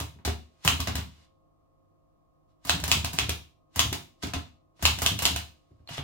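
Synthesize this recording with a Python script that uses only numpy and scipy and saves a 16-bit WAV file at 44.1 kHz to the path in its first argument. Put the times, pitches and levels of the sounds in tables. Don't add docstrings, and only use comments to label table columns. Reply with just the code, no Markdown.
import sys
import numpy as np
from scipy import signal
from scipy.fft import rfft, irfft
from scipy.io import wavfile
from scipy.ndimage import uniform_filter1d

SR = 44100
rng = np.random.default_rng(int(sys.argv[2]) if len(sys.argv) > 2 else 0)


def field_ratio(decibels):
    return 10 ** (np.asarray(decibels, dtype=float) / 20)


def transcribe(signal):
    frames = np.atleast_2d(signal).T
    limited = np.clip(frames, -1, 1)
    pcm = np.round(limited * 32767).astype(np.int16)
    wavfile.write(sys.argv[1], SR, pcm)


N = 265923
T = np.arange(N) / SR

# [t/s, crack peak level/dB, brightness/dB, boom peak level/dB, boom delay/ms]
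STRIKES_S_DB_MS = [
    (0.6762, -7, 0.5, -29.5, 26),
    (2.6948, -8, -2, -27.5, 29),
    (2.915, -6, 0, -26.5, 24),
    (3.1868, -10, -1.5, -29, 15.3),
    (3.7926, -6.5, 0.1, -29.5, 33),
    (4.8527, -5, -0.1, -31.5, 13),
    (5.0617, -9, 0.5, -26, 35.6),
    (5.2531, -7, 0.5, -28.5, 33),
]
# [t/s, clack peak level/dB, boom peak level/dB]
PRESSES_S_DB = [
    (0.6481, -24.5, -22),
    (2.6493, -38.5, -38),
    (2.6691, -37, -45),
    (2.8779, -27.5, -29),
    (3.1313, -33.5, -31.5),
    (3.7587, -29, -29.5),
    (4.8242, -27, -26),
    (5.018, -23.5, -28.5),
    (5.2212, -24.5, -31.5),
]
# [t/s, clack peak level/dB, boom peak level/dB]
RETURNS_S_DB = [(0.0004, -22.5, -30), (0.8017, -19.5, -25.5), (0.9535, -19.5, -28.5), (2.7996, -30, -36.5),
                (2.838, -19.5, -27.5), (3.045, -17.5, -30), (3.2924, -17.5, -30.5), (3.927, -18.5, -28),
                (4.9863, -24.5, -33), (5.189, -20, -44), (5.3605, -19, -33.5)]
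# [t/s, clack peak level/dB, brightness/dB, boom peak level/dB, knock re boom/dB]
SPACES_S_DB = [
    (0.2496, -25, 2.5, -29, -8),
    (0.2749, -28, -4, -28.5, -1),
    (0.8715, -23.5, -1.5, -26, -10),
    (0.9799, -33.5, -5, -30.5, -5),
    (4.2315, -27.5, -1, -28, -15),
    (4.268, -37.5, 0.5, -35, -16.5),
    (4.335, -25.5, -1.5, -29.5, -3.5),
]
# [t/s, clack peak level/dB, boom peak level/dB]
LEVER_S_DB = [
    (5.8746, -50.5, -70.5),
    (5.8901, -35, -49),
    (5.9786, -31.5, -39),
]
# [t/s, clack peak level/dB, boom peak level/dB]
TOUCHES_S_DB = [
    (0.147, -63, -47.5),
    (0.1864, -56.5, -54),
    (1.169, -77, -58),
    (4.4391, -58.5, -60),
    (4.793, -51, -48),
    (5.702, -85, -51),
    (5.792, -73.5, -53.5),
]


def unit(x):
    return x / np.sqrt(np.mean(x ** 2))


def band(x, lo_hz, hi_hz):
    edges_hz = [lo_hz, min(hi_hz, SR / 2 - 500)]
    return signal.sosfilt(signal.butter(2, edges_hz, "band", fs=SR, output="sos"), x)


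def fade(t, t60_s):
    return (t >= 0) * field_ratio(-60 * np.clip(t, 0, None) / t60_s)


def ring(x, modes):
    out = 0
    for hz, t60_s, db in modes:
        r = field_ratio(-60 / t60_s / SR)
        poles = [2, -4 * r * np.cos(2 * np.pi * hz / SR), 2 * r * r]
        out = out + field_ratio(db) * signal.lfilter([1 - r * r, 0, r * r - 1], poles, x)
    return out


def add(track, start_s, sound):
    i = int(start_s * SR)
    track[..., i:i + sound.shape[-1]] += sound[..., :N - i]


def grit(shape, spread_db):
    return unit(rng.standard_normal(shape) * field_ratio(spread_db * rng.exponential(size=shape)))


def fridge():
    # [f/Hz, level/dB per Hz]
    air_hz_db = [(15, -35.5), (25, 0), (97, -4), (120, -10.5), (149, -6.5), (229, -11), (317, -2),
                 (394, -15), (531, -10.5), (591, -16), (677, -10.5), (962, -21), (1250, -15), (1450, -33),
                 (16000, -47)]
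    # [f/Hz, rms level/dB]
    hum_hz_db = [(48.4, -83.5), (96.9, -80.5), (150.7, -81), (317.6, -88), (532.9, -82), (640.6, -84),
                 (694.4, -86), (1039, -90.5), (1087, -83.5), (1136, -94.5), (1238, -88)]
    air_db = -69.5
    log_hz = np.log(np.fft.rfftfreq(N, 1 / SR) + 1)
    hz, db = np.transpose(air_hz_db)
    shape = field_ratio(np.interp(log_hz, np.log(hz), db))
    mid, side = irfft(rfft(rng.standard_normal((2, N))) * shape, N)
    out = field_ratio(air_db - 2) * unit(mid + 1.4 * side * np.array([[1], [-1]]))
    for hz, db in hum_hz_db:
        slow = uniform_filter1d(uniform_filter1d(rng.standard_normal((2, N)), SR // 8), SR // 8)
        drift, swell = slow * np.sqrt(SR / 8)
        phase = 2 * np.pi * np.cumsum(hz * (1 + 0.0013 * drift)) / SR
        phase = phase + 2 * np.pi * rng.random((2, 1)) * min(hz / 1500, 1)
        out = out + field_ratio(db + 2.5 + 1.6 * swell) * np.sin(phase)
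    return out


def room():
    # [delay/ms, level/dB]
    echoes_ms_db = [
        (2.1, -14),
        (8.3, -9),
        (15.5, -19),
    ]
    # [f/Hz, t60/s, level/dB]
    tail_hz_s_db = [(133, 0.42, -24.5), (314.8, 0.36, -19.5), (1000, 0.29, -13), (3100, 0.33, -9.5),
                    (5557, .34, -14.5), (12360, 0.3, -8.5)]
    t = np.arange(int(SR * 0.6)) / SR
    response = 0
    for hz, t60_s, db in tail_hz_s_db:
        mid, side = band(rng.standard_normal((2, len(t))), hz / 1.606, hz * 1.523)
        both = mid + min(hz / 350, 1) * side * np.array([[1], [-1]])
        both = both * fade(t, t60_s) * (1 - fade(t, 0.032))
        response = response + field_ratio(db) * both / np.sqrt(np.sum(both ** 2) / 2)
    smear = rng.standard_normal((len(echoes_ms_db), 2, 90)) * fade(t[:90], 0.004)
    smear = band(smear, 900, 14000) / np.sqrt(13)
    for (ms, db), wall in zip(echoes_ms_db, smear):
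        response[:, int(ms * SR / 1000):][:, :90] += field_ratio(db) * wall
    response[0, 0] += 1
    response[1, 4] += 1
    return response


def thud_rows():
    # delay/ms, knock re boom/dB, push/ms
    kinds = [(PRESSES_S_DB, (-4, -6, 13)), (RETURNS_S_DB, (-14, -6, 11)),
             (LEVER_S_DB, (8.3, -10.5, 6.5)), (TOUCHES_S_DB, (0.3, -12.5, 14))]
    rows = []
    for events, (delay_ms, knock_db, push_ms) in kinds:
        rows += [(max(s + delay_ms / 1000, 0), db, knock_db, push_ms) for s, _, db in events]
    for s, crack_db, _, boom_db, delay_ms in STRIKES_S_DB_MS:
        rows.append((s + delay_ms / 1000, boom_db, -11.5, 29))
        rows.append((s, crack_db - 25, -3.5, 5.9))
    for s, _, _, db, knock_db in SPACES_S_DB:
        rows.append((s - 2.5 / 1000, db, knock_db, 11))
    return rows


def table():
    # [f/Hz, t60/s, level/dB]
    top_modes = [(74.7, 0.23, 1), (78.5, 0.22, -2.5), (105, 0.25, -10), (137, 0.21, -7.5),
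                 (167.6, 0.055, -15)]
    # [f/Hz, t60/s, level/dB]
    frame_modes = [(233.3, .1, 10), (256, 0.36, 0), (321, 0.15, -3.5), (400, .06, -10.5), (614, 0.052, 1.5),
                   (673, 0.11, -10.5), (950, 0.2, -7)]
    out = np.zeros(N)
    t = np.arange(SR // 4) / SR
    for s, db, knock_db, push_ms in thud_rows():
        push = np.sin(np.pi * np.clip(t * 500 / max(push_ms, 1), 0, 1)) ** 2
        push = push * rng.standard_normal(len(t))
        boom = band(ring(push, top_modes), 55, 350)
        knock = ring(push, frame_modes)
        add(out, s, field_ratio(db - 1) * boom / np.abs(boom).max() * np.cos(2 * np.pi * t))
        add(out, s, field_ratio(db + knock_db - 3.5) * knock / np.abs(knock).max())
    return out


def slides():
    # [end t/s, level/dB, rise/(dB/ms)]
    slack_s_db = [
        (0.646, -36.5, 2.4),
        (2.647, -53, 2.5),
        (3.755, -50, 3),
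        (4.229, -27.5, 3.5),
        (4.82, -49.5, 1.8),
    ]
    # [t/s, length/s, start level/dB, end level/dB]
    rubs_s_db = [
        (0.4, 0.26, -77, -72.5),
        (1.092, 0.16, -63.5, -66),
        (2.49, 0.03, -81.5, -80.5),
        (4.176, 0.045, -81.5, -63),
        (4.768, 0.054, -68, -80),
        (5.557, 0.36, -77.5, -85.5),
        (5.895, 0.055, -46, -38),
        (5.975, 0.058, -36.5, -63),
    ]
    swing_db, swing_db_per_ms, edge_db_per_ms = -24.5, 0.6, 1.2
    gain = np.zeros(N)
    for s, db, rise_db_per_ms in slack_s_db:
        gain += field_ratio(db - rise_db_per_ms * 1000 * np.abs(s - T)) * (T < s)
    for s, crack_db, *_ in STRIKES_S_DB_MS:
        gain += field_ratio(crack_db + swing_db - swing_db_per_ms * 1000 * np.abs(s - T)) * (T < s)
    for s, length_s, start_db, end_db in rubs_s_db:
        outside_ms = 1000 * np.maximum(np.maximum(s - T, T - s - length_s), 0)
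        level_db = np.interp(T, [s, s + length_s], [start_db, end_db])
        gain += field_ratio(level_db - edge_db_per_ms * outside_ms)
    return gain * field_ratio(-7.5) * unit(band(grit((2, N), 1.1), 750, 6300))


def pawl():
    # [t/s, f/Hz, t60/s, peak level/dB]
    parts_s_hz_db = [
        (0.2767, 389, 0.026, -26),
        (0.2765, 722, 0.023, -29.5),
        (4.365, 277, 0.05, -33.5),
        (4.365, 82.8, 0.19, -32),
        (5.8746, 4210, 0.018, -42),
        (5.8887, 3060, 0.0085, -36),
        (5.9811, 3270, 0.009, -29),
        (5.981, 810, 0.018, -39.5),
        (5.909, 143, 0.11, -39),
        (5.987, 138, 0.31, -35),
    ]
    out = np.zeros(N)
    t = np.arange(SR // 4) / SR
    for s, hz, t60_s, db in parts_s_hz_db:
        add(out, s, field_ratio(db) * fade(t, t60_s) * np.sin(2 * np.pi * hz * t))
    return out


def coloured(rows, colour_db, bright_db=0):
    s, db = np.transpose(rows)[:2]
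    low_db, high_db, top_db, rattle_db = (v + 0 * s for v in colour_db)
    return np.transpose([s, db, low_db, high_db + bright_db, top_db + 2 * bright_db, rattle_db])


def hits(events, blows, rattle_t60_s, lift_db):
    band_hz = [250, 1100, 3000, 6300, 12500]
    t = np.arange(blows.shape[1]) / SR
    log_hz = np.log(np.fft.rfftfreq(len(t), 1 / SR) + 1)
    out = np.zeros((2, N))
    for (s, db, low_db, high_db, top_db, rattle_db), blow in zip(events, blows):
        rattle = grit((2, len(t)), 2.3) * fade(t, rattle_t60_s) * (1 - fade(t, 0.0037))
        colour = field_ratio(np.interp(log_hz, np.log(band_hz), [low_db - 3, low_db, 0, high_db, top_db]))
        blow = irfft(rfft(blow) * colour)
        blow = blow / np.abs(band(blow, band_hz[1], band_hz[3])).max()
        rattle = irfft(rfft(rattle) * colour)
        add(out, s, field_ratio(db + lift_db) * (blow + field_ratio(rattle_db) * rattle))
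    return out


def lever_clacks():
    # low/dB, high/dB, top/dB re 3 kHz, rattle/dB
    events = np.vstack([
        coloured(PRESSES_S_DB, (5, 2.2, -3.5, -2)),
        coloured(RETURNS_S_DB, (-1, -1, -10.5, -9)),
        coloured(LEVER_S_DB, (2, -20.5, -18, -4.5)),
        coloured(TOUCHES_S_DB, (8.8, -14, -23, -3.5)),
        coloured(SPACES_S_DB, (2, -1.5, -15, -1), np.transpose(SPACES_S_DB)[2])])
    tick_db, tick_delay_ms = 7.5, 2.5
    t = np.arange(8192) / SR
    clacks = grit((len(events), len(t)), 1.8) * fade(t, 0.016) * (1 - fade(t, 0.012))
    clacks[:, int(tick_delay_ms * SR / 1000)] += field_ratio(tick_db)
    return hits(events, clacks, 0.15, -3.0)


def type_cracks():
    # [f/Hz, t60/s, level/dB]
    slug_modes = [(1200, 0.0045, 1), (3080, .006, -1.5), (6300, 0.0014, -1)]
    # [f/Hz, t60/s, level/dB]
    platen_modes = [(2680, .04, -5.5), (2723, 0.0074, 3), (2990, 0.023, -7.5), (3210, 0.019, -2),
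                    (3140, 0.0067, -0.5), (3460, 0.091, -6.5)]
    t = np.arange(8192) / SR
    contact = 0.12 * rng.standard_normal((len(STRIKES_S_DB_MS), len(t))) * fade(t - 1 / 1000, 0.006)
    contact[:, SR // 1000] = 1
    cracks = field_ratio(-0.5) * contact + ring(contact, slug_modes) + field_ratio(2.0) * ring(contact, platen_modes)
    bright_db = np.transpose(STRIKES_S_DB_MS)[2]
    events = coloured(STRIKES_S_DB_MS, (-3.5, -0.4, -11.5, -17.5), bright_db)
    return hits(events, cracks, 0.15, 2.9)


def typewriter():
    # [f/Hz, t60/s, level/dB]
    shell_modes = [(661.4, 0.044, -1), (700.5, 0.17, -1.5), (945, 0.17, -1), (1160, 0.22, -13),
                   (1388, 0.2, -11), (2130, .04, -19), (2877, .04, -3.5), (3554, 0.021, -10.5),
                   (4040, .03, -7.5), (5230, .02, -13.5), (6710, 0.017, -11.5)]
    metal = pawl() + type_cracks() + lever_clacks() + slides()
    return metal + field_ratio(2.5) * ring(metal, shell_modes)


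def scene():
    direct = typewriter() + table()
    return signal.fftconvolve(direct, room(), axes=1)[:, :N] + fridge()


def roll_off(x):
    return signal.sosfilt(signal.butter(12, 16500, fs=SR, output="sos"), x)


def record(dry):
    # [f/Hz, t60/s, level/dB]
    port_modes = [(14200, 0.0014, -2.5)]
    soft = np.tanh(0.81 * (dry + ring(dry, port_modes))) / 0.53
    cut = signal.sosfilt(signal.ellip(8, 0.2, 30, 15950, fs=SR, output="sos"), soft)
    return roll_off(cut)


dry = scene()
out = record(dry)
transcribe(out)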